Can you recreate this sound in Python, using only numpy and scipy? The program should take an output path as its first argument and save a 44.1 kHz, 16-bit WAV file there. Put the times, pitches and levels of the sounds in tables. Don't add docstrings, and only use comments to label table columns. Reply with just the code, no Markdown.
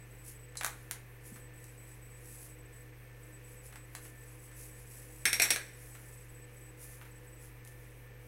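import sys
import numpy as np
from scipy import signal
from scipy.fft import rfft, irfft, next_fast_len
from scipy.io import wavfile
from scipy.ndimage import uniform_filter1d, map_coordinates

SR = 44100
rng = np.random.default_rng(int(sys.argv[2]) if len(sys.argv) > 2 else 0)


def wav_out(sig):
    wavfile.write(sys.argv[1], SR, np.round(np.clip(np.atleast_2d(sig).T, -1, 1) * 32767).astype(np.int16))


N = 364707
TIME = np.arange(N) / SR
AGE = np.arange(SR // 2) / SR


def amp(db):
    return 10 ** (np.asarray(db) / 20)


def unit_rms(x):
    return x / np.sqrt(np.mean(x ** 2) + 1e-20)


def unit_energy(x):
    return x / np.linalg.norm(x) * np.sqrt(.005 * SR)


def curve_at(points, hz):
    knots_hz, values = np.transpose(points)
    return np.interp(np.log(hz + 1), np.log(knots_hz + 1), values)


def wobble(rate):
    return map_coordinates(rng.standard_normal(int(N * rate / SR) + 4), [TIME * rate])


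def filtered(x, response):
    size = next_fast_len(len(x) + 8192)
    hz = np.fft.rfftfreq(size, 1 / SR)
    return irfft(rfft(x, size) * response(hz), size)[:len(x)]


def noise(spectrum):
    return unit_rms(filtered(rng.standard_normal(N), lambda hz: amp(curve_at(spectrum, hz))))


def coloured(x, spectrum, size=1024):
    gain = amp(curve_at(spectrum, np.fft.rfftfreq(size, 1 / SR)))
    cepstrum = irfft(np.log(gain))
    causal_fold = np.r_[1, np.full(size // 2 - 1, 2), 1, np.zeros(size // 2 - 1)]
    impulse_response = irfft(np.exp(rfft(cepstrum * causal_fold)))
    return signal.fftconvolve(x, impulse_response)[:len(x)]


# (frequency [Hz], level [dB], modulation depth [ratio])
HUM_TONES = [(49.4, -59, 0.16), (120.2, -54.5, .04), (311.5, -68.5, 0.41), (491, -68, 0.44),
             (1774, -71.5, 0.93)]
# (frequency [Hz], relative level [dB])
AIR_SPECTRUM = [(20, 1), (32, 0), (50, -3), (80, -1), (150, -4), (230, -7), (330, -4.5), (500, -2),
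                (620, -11), (1000, -11.5), (1350, -14), (1800, -8.5), (2450, -9.5), (3300, -23),
                (5000, -44.5)]
HISS_SPECTRUM = [(300, -13), (3500, 3.5), (4800, 1.5), (6300, 3.5), (7400, -5.5), (8200, 13), (8800, -9),
                 (11000, -9.5), (11400, 3.5), (11950, 12.5), (12600, -6), (13400, 2), (14400, -1),
                 (15500, 3.5)]

def computer():
    hum = np.zeros(N)
    for hz, db, depth in HUM_TONES:
        waver = 1 + depth * (wobble(9) + 1j * wobble(9))
        hum += amp(db) * unit_rms(np.real(waver * np.exp(2j * np.pi * hz * TIME)))
    return hum + amp(-59) * noise(AIR_SPECTRUM) + amp(-67) * noise(HISS_SPECTRUM)


# (start [s], end [s])
WHINE_SPANS = [(0, .76), (1.33, 2.83), (3.23, 6.78), (7.11, 7.43)]
# (frequency [Hz], relative level [dB])
SIZZLE_SPECTRUM = [(6000, -30), (9000, -8), (11000, -5), (11450, -10), (12000, 2), (12700, -11),
                   (13400, -4), (14300, -16), (16000, -3.5)]

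def whine(hz=8000, cycle_s=.2378, first_burst_s=.11, burst_s=.179, sizzle_s=.115):
    in_cycle = (TIME - first_burst_s) % cycle_s
    active = sum((TIME > start) & (TIME < end) for start, end in WHINE_SPANS)
    holds = wobble(65) > -0.55
    bursts = uniform_filter1d(1. * active * holds * (in_cycle < burst_s), size=200)
    phase = 2 * np.pi * hz * TIME + 0.41 * wobble(90)
    tone = np.sin(phase) * amp(2.3 * wobble(110))
    sizzle_gate = uniform_filter1d(1. * (in_cycle < sizzle_s), size=400)
    return amp(-60) * bursts * tone + amp(-65) * sizzle_gate * noise(SIZZLE_SPECTRUM)


# (time of greatest speed [s], level [dB], length [s])
SWISHES = [(0.288, -50, 0.058), (1.277, -54, 0.057), (1.356, -59, 0.078), (1.646, -63.5, 0.1),
           (1.91, -61.5, 0.099), (2.324, -54, 0.13), (2.425, -53.5, 0.085), (3.516, -61.5, 0.094),
           (3.662, -55.5, .05), (4.051, -55, .06), (4.445, -57.5, .055), (4.619, -51, .095),
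           (4.792, -58, .07), (4.954, -54.5, 0.13), (5.16, -59, 0.24), (5.86, -57, 0.2), (6.11, -62, 0.29),
           (6.831, -50.5, 0.053), (6.92, -56, 0.1), (7.436, -56.5, 0.061), (7.683, -62, 0.06)]
# (frequency [Hz], relative level [dB])
CLOTH_SPECTRUM = [(300, -48), (2000, -19), (4000, -15), (6000, -6), (8500, -3), (10300, 2.5), (12500, -2.5),
                  (16000, -11)]

def clothes(rise_share=.42, shape=1.66):
    power = amp(-72 + 4.5 * wobble(6)) ** 2
    for s, db, length in SWISHES:
        width = length * np.where(TIME < s, rise_share, 1 - rise_share)
        swell = np.exp(-.5 * np.abs((TIME - s) / width) ** shape)
        power += (amp(db) * swell) ** 2
    grain = amp(1.6 * wobble(300))
    return np.sqrt(power) * unit_rms(noise(CLOTH_SPECTRUM) * grain)


def crack(spectrum, t60, grit):
    chatter = rng.standard_normal(len(AGE)) * np.exp(-np.log(1000) * AGE / t60)
    force_spectrum = rfft((AGE == 0) + grit * chatter / np.linalg.norm(chatter))
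    whitened = irfft(force_spectrum / np.abs(force_spectrum), len(AGE)) * (AGE < 2 * t60)
    return unit_energy(coloured(whitened, spectrum))


# (frequency [Hz], reverberation time [s])
ROOM_T60 = [(200, 0.36), (700, 0.2), (1700, 0.25), (3500, 0.21), (5600, 0.17), (7000, 0.18), (10000, 0.18),
            (16000, 0.15)]

def in_room(x, wet_db, build_s=0.0025, late_db=-19, late_stretch=3.65):
    hz, t, diffuse = signal.stft(rng.standard_normal(len(AGE)), SR, nperseg=256)
    fall = np.log(1000) * t / curve_at(ROOM_T60, hz)[:, None]
    decay = np.exp(-fall) + amp(late_db) * np.exp(-fall / late_stretch)
    tail = signal.istft(diffuse * decay, SR, nperseg=256)[1][:len(AGE)]
    tail *= 1 - np.exp(-(AGE / build_s) ** 2)
    return x + amp(wet_db) * signal.fftconvolve(x, tail / np.linalg.norm(tail))[:len(x)]


def add(track, s, x):
    part = track[round(s * SR):][:len(x)]
    part += x[:len(part)]


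# (frequency [Hz], relative level [dB])
SNAP_SPECTRUM = [(500, -33), (2500, -9), (3300, -10), (4000, -3.5), (5000, -5.5), (6200, 0), (7600, -1.5),
                 (10300, 3.5), (12500, -3), (16000, -6.5)]
TAP_SPECTRUM = [(100, -32), (220, -14), (420, -15.5), (680, -1.5), (950, -2), (1400, 2), (2100, 1),
                (3000, -6.5), (4000, -11.5), (6000, -23), (16000, -63)]

def touch(snap_db, tap_db, t60, grit):
    snap = amp(snap_db) * crack(SNAP_SPECTRUM, t60, 2.8 * grit)
    tap = amp(tap_db) * crack(TAP_SPECTRUM, 2 * t60, grit)
    return in_room(snap + tap, wet_db=-3, build_s=0.003)


# (time [s], snap level [dB], tap level [dB])
CLICKS = [(.555, -55, -50), (.611, -43, -36), (.634, -40, -41), (0.6465, -30.5, -31), (.664, -36, -44),
          (0.9115, -34, -42), (1.642, -52.5, -67), (3.758, -53.5, -50.5), (3.951, -44.5, -45),
          (7.014, -64, -51.5), (7.448, -61, -69), (7.650, -55, -71), (7.675, -53.5, -68)]

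def clicks():
    out = np.zeros(N)
    for s, snap_db, tap_db in CLICKS:
        add(out, s, touch(snap_db, tap_db, t60=0.0066, grit=1.2))
    return out


def ring(resonances, vary_db, favoured_hz=None, favour_db=5):
    hz, bandwidth, db = np.transpose(resonances)[:, :, None]
    hz = hz * (1 + .003 * rng.standard_normal(hz.shape))
    db = db + vary_db * rng.standard_normal(hz.shape)
    if favoured_hz:
        db = db + favour_db * np.exp(-((hz - favoured_hz) / 250) ** 2)
    strength = bandwidth * amp(db) * rng.choice([-1, 1], hz.shape)
    decay = np.exp(-np.pi * bandwidth * AGE)
    return unit_energy(np.sum(strength * decay * np.cos(2 * np.pi * hz * AGE), axis=0))


# (time [s], level [dB])
CLINKS = [(0.5712, -40.5), (0.574, -41), (3.9519, -47)]
# (frequency [Hz], bandwidth [Hz], relative level [dB])
TRINKET_RINGING = [(4060, 110, 5.5), (4950, 440, -4), (6160, 620, -5), (7760, 740, 2), (9900, 700, -0.5),
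                   (10700, 260, 4), (12600, 740, -15)]

def clinks():
    out = np.zeros(N)
    for s, db in CLINKS:
        add(out, s, amp(db) * in_room(ring(TRINKET_RINGING, vary_db=1), wet_db=0.5))
    return out


# (time [s], level [dB])
BUMPS = [(1.319, -39), (1.36, -44)]

def bumps(hz=206, bandwidth_hz=68, rise_s=0.0042):
    out = np.zeros(N)
    for s, db in BUMPS:
        thud = ring([(hz, bandwidth_hz, 0)], vary_db=0) * (1 - np.exp(-AGE / rise_s))
        add(out, s, amp(db) * in_room(thud, wet_db=-10))
    return out


# (time [s], level [dB])
SCUFFS = [(1.359, -53), (3.725, -53), (3.76, -55), (4.052, -54), (4.513, -57.5), (5.95, -51.5), (7.02, -55),
          (7.052, -56)]

def scuffs():
    out = np.zeros(N)
    for s, db in SCUFFS:
        add(out, s, touch(snap_db=db - 4, tap_db=db, t60=0.04, grit=20))
    return out


# (time [s], level [dB], treble tilt [dB/octave], desk knock trim [dB],
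# ring trim [dB], frequency favoured by the contact point [Hz])
BOUNCES = [(5.2544, -15, 0, -2, 1, 8700), (5.33, -19, 0.8, -8, 0.5, 5600),
           (5.3985, -20.5, -1.5, -1.5, 5, 2400), (5.4199, -18.5, 1.5, -2, 6.5, 7900),
           (5.452, -30, 1, 4.5, -8, 2040), (5.5047, -16.5, 1.5, -6.5, -2, 5530),
           (5.5073, -18.5, 1.5, -4, -7, 1650), (5.561, -29, -0.5, 4, -3, 2000)]
# (frequency [Hz], bandwidth [Hz], relative level [dB])
PIECE_AND_ROOM_RINGING = [(1890, 110, -8), (2075, 60, -2), (2170, 60, -3), (2305, 70, -1.5), (2510, 80, -2),
                          (3620, 160, -11), (4030, 160, -10), (4400, 50, -6), (5430, 32, 1.5),
                          (5600, 30, 5), (5745, 60, -6), (6350, 200, -9), (7700, 300, -11), (8410, 70, -1),
                          (8790, 70, -6), (9700, 220, -10.5), (10300, 200, -9.5), (11650, 170, -7),
                          (12420, 80, -8), (15300, 200, -18)]
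DESK_KNOCK = [(255, 56, -15.5), (357, 43, -7.5), (516, 200, -12), (724, 197, -7), (1380, 100, -16),
              (1650, 194, 1.5)]
# (frequency [Hz], relative level [dB])
CONTACT_SPECTRUM = [(200, -10), (1100, -15), (2200, 6.5), (3000, -3.5), (3900, 0.5), (5000, -6.5),
                    (6200, 1), (7000, -11), (8200, 0), (10300, -3.5), (11000, -5.5), (12400, -6.5),
                    (13200, -21), (16000, -15)]

def dropped_piece():
    out = np.zeros(N)
    for s, db, tilt_db, knock_db, ring_db, favoured_hz in BOUNCES:
        ringing = amp(ring_db - 9.5) * ring(PIECE_AND_ROOM_RINGING, vary_db=2.5, favoured_hz=favoured_hz)
        desk = amp(knock_db - 14) * ring(DESK_KNOCK, vary_db=4.5)
        contact = amp(-5.5) * crack(CONTACT_SPECTRUM, t60=0.017, grit=6.8)
        bounce = in_room(ringing + desk, wet_db=1.5) + in_room(contact, wet_db=-4.5)
        tilt = [(1250, -2 * tilt_db), (20000, 2 * tilt_db)]
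        add(out, s, amp(db) * coloured(bounce, tilt))
    bass_cut = signal.butter(2, 170, "high", fs=SR, output="sos")
    return signal.sosfilt(bass_cut, out)


def scene():
    return (computer() + whine() + clothes() + clicks() + clinks() + bumps() + scuffs()
            + dropped_piece())[None]


def record(dry):
    ceiling, top_hz = .175, 15850
    rounded = dry[0] / (1 + np.abs(dry[0] / ceiling) ** 4) ** (1 / 4)
    return filtered(rounded, lambda hz: hz < top_hz)[None]


dry = scene()
out = record(dry)
wav_out(out)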